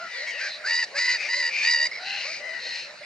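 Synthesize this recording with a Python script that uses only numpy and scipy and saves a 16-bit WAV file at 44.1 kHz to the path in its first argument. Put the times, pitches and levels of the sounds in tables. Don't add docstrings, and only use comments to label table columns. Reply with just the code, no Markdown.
import sys
import numpy as np
from scipy import signal
from scipy.fft import rfft, irfft, next_fast_len
from scipy.io import wavfile
from scipy.ndimage import uniform_filter1d, map_coordinates

SR = 44100
rng = np.random.default_rng(int(sys.argv[2]) if len(sys.argv) > 2 else 0)


def output_pcm(signal):
    pcm = np.clip(np.atleast_2d(signal).T, -1, 1) * 32767
    wavfile.write(sys.argv[1], SR, np.round(pcm).astype(np.int16))


N = 134505


def amp(db):
    return 10 ** (np.asarray(db) / 20)


def unit_rms(x):
    return x / np.sqrt(np.mean(x ** 2) + 1e-20)


def steady(x):
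    return x / np.sqrt(np.abs(uniform_filter1d(x * x, size=1100)) + 1e-12)


def along(points, hz):
    frequencies, values = np.transpose(points)
    return np.interp(np.log(hz + 1), np.log(frequencies + 1), values)


def wobble(t, rate_hz):
    return map_coordinates(rng.standard_normal(2048), [t * rate_hz], mode="wrap")


def filtered(x, response):
    n = x.shape[-1]
    padded = next_fast_len(n + 4096)
    return irfft(rfft(x, padded) * response(np.fft.rfftfreq(padded, 1 / SR)), padded)[..., :n]


def pan(left_db):
    return amp(np.array([[.5], [-.5]]) * left_db)


def lead(x, lead_s):
    return filtered(x, lambda hz: np.exp(1j * np.pi * hz * lead_s * np.array([[1], [-1]])))


def add(out, start_s, x):
    i = round(start_s * SR)
    x = x[:, max(-i, 0):max(N - i, 0)]
    out[:, max(i, 0):max(i, 0) + x.shape[1]] += x


def swell(t, attack_s, release_s):
    return np.clip(t / attack_s, 0, 1) * np.clip((t[-1] - t) / release_s, 0, 1)


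def colony(level_db=-43, patchy_db=3):
    # frequency_hz, relative_density_db
    spectrum = [(25, -40), (60, -38.5), (130, -25), (200, -21), (280, -25.5), (550, -12), (800, -13.5),
                (1150, -20), (1500, -11), (1930, -7.5), (2300, -9), (2850, -13), (3350, -25), (4000, -11),
                (4900, -15), (6300, -24.5), (8500, -34), (11500, -45.5), (14000, -88)]
    # frequency_hz, correlation
    coherence = [(60, 0.62), (500, 0.93), (2000, 0.48), (5000, 0.81), (9000, .3)]

    def mid_side_gains(hz):
        angle = np.arccos(np.clip(along(coherence, hz), -1, 1)) / 2
        return amp(along(spectrum, hz)) * [np.cos(angle), np.sin(angle)]

    bands = signal.stft(rng.standard_normal((2, N)), nperseg=512)[2]
    patches = uniform_filter1d(rng.standard_normal(bands.shape[1:]), size=4, axis=0)
    patches = uniform_filter1d(patches, size=12, axis=1)
    noise = signal.istft(bands * amp(patchy_db * unit_rms(patches)), nperseg=512)[1][:, :N]
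    mid, side = filtered(noise, mid_side_gains)
    return amp(level_db) * unit_rms(np.array([mid + side, mid - side]))


def syrinx(t, pitch_hz, rattle_hz, depth, undertone_db, rasp_db, arch_share, jitter=.014, scatter_db=.5):
    pulse_cycles = np.cumsum(rattle_hz * (1 + .06 * wobble(t, 60))) / SR
    arch = np.abs(np.sin(np.pi * pulse_cycles)) ** .7
    roughness = .5 + 2 * (1 - arch)
    tremor = jitter * roughness * wobble(t, 900) + .008 * wobble(t, 80)
    hz = pitch_hz * (1 + arch_share * (arch - .85) + tremor)
    ratios = np.arange(1, 27)[:, None] / 2
    partials = np.cos(2 * np.pi * (ratios * np.cumsum(hz) / SR + rng.random(ratios.shape)))
    partials *= amp(2 * wobble(t + ratios, 70))
    harmonics = unit_rms(partials[1::2].sum(0))
    undertones = amp(undertone_db + 3.5 * wobble(t, 90)) * unit_rms(partials[::2].sum(0))
    rasp = amp(rasp_db) * roughness * rng.standard_normal(SR)[:len(t)]
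    gate = 1 - np.clip(depth, 0, 1) * (1 - arch)
    return (harmonics + undertones + rasp) * gate * amp(scatter_db * wobble(t, 69.2))


def formant(x, centre_hz, width_hz):
    def band_pass(hz):
        return 1j * hz * width_hz / (centre_hz ** 2 - hz * hz + 1j * hz * width_hz)

    return unit_rms(filtered(x, lambda hz: band_pass(hz) ** 2))


def neighbours(lead_spread_s=2e-5):
    # low_hz, low_db, high_hz, high_width_hz, high_db; left_db
    calls = [(-.03, .135, 690, -0.078, .04, 82.6, -22, 1420, -39, 4580, 1500, -53, 1),
             (-.01, 0.6, 960.4, -.08, 0.0056, 80.16, -3, 1953, -36.5, 4140, 1410, -50, 7),
             (0.099, 0.19, 1095, -0.32, 0.0063, 70.6, -4, 2200, -41, 3700, 1510, -41.5, -3),
             (0.259, 0.07, 1103, -0.065, 0.084, 90.5, -27, 2460, -33, 5000, 1880, -46, 1),
             (0.295, 0.17, 904, -0.4, .03, 86.2, -3, 2690, -40, 4800, 1880, -64, 1),
             (.372, 0.15, 817.6, .04, .24, 82.6, 0, 1877, -31.5, 4550, 1490, -39.5, 0.5),
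             (0.458, .14, 1012, -0.072, .017, 57, 5.5, 2040, -56, 3920, 900, -40, 0),
             (1.158, 0.16, 1225, -0.27, 0.16, 80.7, 4, 2190, -30.5, 4600, 1410, -42, 4.5),
             (1.481, 0.26, 1222, -0.019, .1, 85.1, 5.5, 2360, -26.5, 4500, 1400, -39, 3),
             (1.964, 0.35, 1024, .06, 0.093, 55.46, 1.5, 1840, -39, 4240, 810, -39.5, 1.5),
             (2.023, .27, 943, .02, 0.093, 86, 13, 2700, -34, 5000, 1470, -50, 5.5),
             (2.171, .26, 1233, -0.04, 0.078, 81.4, 7.5, 2190, -36, 4580, 1520, -40.5, 3.5),
             (2.382, 0.27, 991, -.09, .03, 74.9, -15, 1940, -34.5, 4180, 1410, -52, 6.5),
             (2.557, .34, 1042, 0, .01, 57.96, 2, 2540, -42.5, 4130, 1230, -38, 1),
             (2.607, 0.23, 967, -.04, .029, 76.2, -4, 1920, -38, 3940, 1940, -61.5, 5.5),
             (2.69, 0.21, 883, -0.028, 0.17, 83.6, 27, 2600, -44, 5240, 1510, -58, 9),
             (3.015, 0.071, 860, .22, .04, 81, -16, 2500, -68, 4180, 1470, -90, 8)]
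    # frequency_hz, gain_db
    colouring = [(1000, 1.5), (2900, .5), (3350, -5), (3900, 3.5), (6500, 4), (9000, -4.5), (13000, -23)]
    out = np.zeros((2, N))
    for start_s, length_s, pitch_hz, glide, bend, rattle_hz, rasp_db, *resonances, left_db in calls:
        low_hz, low_db, high_hz, high_width_hz, high_db = resonances
        t = np.arange(int(length_s * SR)) / SR
        from_middle = t / length_s - .5
        contour_hz = pitch_hz * (1 + glide * from_middle - bend * (2 * from_middle) ** 2)
        source = syrinx(t, contour_hz, rattle_hz, depth=.65, undertone_db=-16, rasp_db=rasp_db,
                        arch_share=.11, scatter_db=1.2)
        low = amp(low_db) * steady(formant(source, low_hz, width_hz=616))
        high = amp(high_db) * steady(formant(source, high_hz, high_width_hz))
        voice = (low + high) * swell(t, attack_s=.3 * length_s, release_s=.33 * length_s)
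        add(out, start_s, lead(voice * pan(left_db), lead_spread_s * rng.standard_normal()))
    return filtered(out, lambda hz: amp(along(colouring, hz)))


def mews():
    # start_s, length_s, pitch_hz, glide_share, level_db, relative_octave_db
    calls = [(-.03, 0.11, 670, 0.12, -45, -4.5), (0.165, 0.11, 584, 0.28, -50, -15),
             (0.327, 0.075, 592, 0.33, -48, -13), (0.442, 0.095, 611, 0.13, -52.5, -23),
             (0.524, 0.22, 604, 0.04, -52.5, -7), (0.904, 0.11, 566, 0.16, -49.5, -3),
             (1.218, 0.068, 581, 0.23, -46.5, -58), (1.329, 0.13, 584, 0.025, -49.5, -64),
             (1.751, 0.14, 608, 0.18, -51, -29), (1.968, 0.242, 787.5, 0.123, -46, 0.5),
             (2.23, .11, 620, 0.35, -48, -2.5), (2.374, 0.18, 642, 0.17, -45.5, -12),
             (2.856, 0.12, 605, 0.01, -52, -18), (3.004, 0.039, 605, 0.056, -39.5, -30)]
    out = np.zeros((2, N))
    for start_s, length_s, pitch_hz, glide, level_db, octave_db in calls:
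        t = np.arange(int(length_s * SR)) / SR
        from_middle = t / length_s - .5
        hz = pitch_hz * (1 + glide * from_middle - .35 * from_middle ** 2 + .035 * wobble(t, 300))
        phase = 2 * np.pi * np.cumsum(hz) / SR
        tone = unit_rms(np.sin(phase)) + amp(octave_db) * unit_rms(np.sin(2 * phase))
        envelope = amp(level_db + 2.5 * wobble(t, 130)) * swell(t, attack_s=.025, release_s=.03)
        add(out, start_s, envelope * tone * pan(-.5))
    return out


def far_mews(count=22, typical_hz=600, faintest_db=-59, range_db=13.35):
    out = np.zeros((2, N))
    t = np.arange(int(.13 * SR)) / SR
    from_middle = t / t[-1] - .5
    for when, height, strength, glide in rng.random((count, 4)):
        pitch_hz = typical_hz * (1 + .3 * (height - .5))
        hz = pitch_hz * (1 + .3 * glide * from_middle - .5 * from_middle ** 2 + .04 * wobble(t, 300))
        tone = np.sin(2 * np.pi * np.cumsum(hz) / SR)
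        envelope = amp(faintest_db + range_db * strength) * np.cos(np.pi * from_middle)
        add(out, when * N / SR, envelope * tone * pan(0))
    return out


def near_gull(split_hz=3350, flicker_db=1.9):
    # frequency_hz, gain_db
    colour = [(250, -73), (500, -32), (960, -21.5), (1200, -21), (1500, -14), (1930, 3), (2300, -4.5),
              (2900, -13), (3350, -33), (3850, -14), (4300, -13), (4800, -3), (5250, -20), (6600, -22.5),
              (7700, -30.5), (9000, -41.5), (13000, -81)]
    # frequency_hz, left_db
    balance = [(900, -2), (1900, 2), (2800, 1), (4800, -2), (8000, -2)]
    # time_s, pitch_hz, low_band_db, treble_db
    call_1 = [(.635, 668, -23.5, -52), (.653, 757.5, -30.5, -37), (.675, 852, -30.5, -31),
              (.695, 922, -24.5, -29.5), (.73, 943, -24, -28), (.765, 961, -24.5, -26),
              (.805, 979, -23.5, -30.5), (.838, 912, -27, -31), (.853, 916, -32, -21.5)]
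    call_2 = [(.94, 777, -33, -42), (.967, 861.4, -30.5, -33), (.99, 966, -23, -26.5),
              (1.025, 982, -24.5, -28.5), (1.055, 992, -26.5, -29.5), (1.095, 997, -24, -29.5),
              (1.13, 999, -26.5, -26.5), (1.155, 966, -25, -32), (1.178, 877, -31.5, -26)]
    call_3 = [(1.275, 851, -31.5, -36), (1.305, 968, -27.5, -32.5), (1.345, 990, -24.5, -30.5),
              (1.375, 1028, -31, -30), (1.42, 973, -24, -30.5), (1.465, 948, -25, -27.5),
              (1.483, 972, -29.5, -31), (1.51, 850, -37, -37)]
    call_4 = [(1.615, 837, -44, -35), (1.65, 924, -28, -26.5), (1.68, 956, -21.5, -24),
              (1.71, 964, -25, -23.5), (1.745, 958.5, -21, -24.5), (1.79, 926, -24.5, -28.5),
              (1.835, 963.6, -21.5, -25.5), (1.858, 982, -23.5, -29), (1.88, 920, -45.5, -22.5)]
    # course, first_rattle_hz, last_rattle_hz, depth_share, arch_share, undertone_db, rasp_db
    calls = [(call_1, 86, 84, .68, .14, -10, -14), (call_2, 88, 85, .6, .155, -5, -11),
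             (call_3, 94, 75, .7, .16, -9, -14), (call_4, 86, 72, .8, .1, -14, -20)]
    half_open_ratio = .8
    open_pitch_hz, opening_span_hz = 900, 130

    def low_band(hz):
        return amp(along(colour, hz)) * (hz < split_hz)

    out = np.zeros((2, N))
    for course, first_rattle_hz, last_rattle_hz, depth, arch_share, undertone_db, rasp_db in calls:
        times_s, *columns = np.transpose(course)
        t = np.arange(int((times_s[-1] - times_s[0]) * SR)) / SR
        pitch_hz, low_db, treble_db = [np.interp(times_s[0] + t, times_s, column) for column in columns]
        rattle_hz = np.linspace(first_rattle_hz, last_rattle_hz, len(t))
        source = syrinx(t, pitch_hz, rattle_hz, depth, undertone_db, rasp_db, arch_share)
        wide_open = steady(filtered(source, low_band))
        half_open = steady(filtered(source, lambda hz: low_band(hz / half_open_ratio)))
        closing = np.clip((open_pitch_hz - pitch_hz) / opening_span_hz, 0, 1)
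        low = (1 - closing) * wide_open + closing * half_open
        treble = steady(filtered(source, lambda hz: amp(along(colour, hz)) * (hz >= split_hz)))
        low *= amp(low_db + flicker_db * wobble(t, 106))
        treble *= amp(treble_db + .5 * flicker_db * wobble(t, 110))
        add(out, times_s[0], (low + treble) * swell(t, attack_s=.018, release_s=.014) * pan(0))
    return filtered(out, lambda hz: pan(along(balance, hz)))


def chatter():
    # start_s, length_s, pitch_hz, level_db
    chirps = [(1.856, .017, 1127, -31.5), (1.911, .016, 1065, -33.5), (1.928, 0.022, 1120, -37),
              (1.951, 0.015, 1109, -33), (1.969, 0.021, 1078, -36)]
    out = np.zeros((2, N))
    for start_s, length_s, pitch_hz, level_db in chirps:
        t = np.arange(int(length_s * SR)) / SR
        source = syrinx(t, pitch_hz, rattle_hz=1 / length_s, depth=1, undertone_db=-16, rasp_db=-18,
                        arch_share=.26, jitter=.012)
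        voice = formant(source, 2010, width_hz=350) + amp(-9.5) * formant(source, 4970, width_hz=510)
        envelope = amp(level_db) * swell(t, attack_s=.0013, release_s=.00096)
        add(out, start_s, envelope * voice * pan(-.78))
    return out


def bank_scatter(x, wet_db, t60_s=.2):
    t = np.arange(SR // 2) / SR
    tail = rng.standard_normal((2, len(t))) * amp(-60 * t / t60_s)
    tail /= np.linalg.norm(tail[0])
    return x + amp(wet_db) * signal.fftconvolve(x, tail, axes=1)[:, :N]


def scene():
    near = bank_scatter(near_gull(), wet_db=-16)
    others = bank_scatter(neighbours() + chatter() + mews() + far_mews(), wet_db=-11)
    return lead(near + others + colony(), lead_s=3.4e-5)


def record(dry):
    return filtered(dry, lambda hz: hz < 13800)


dry = scene()
out = record(dry)
output_pcm(out)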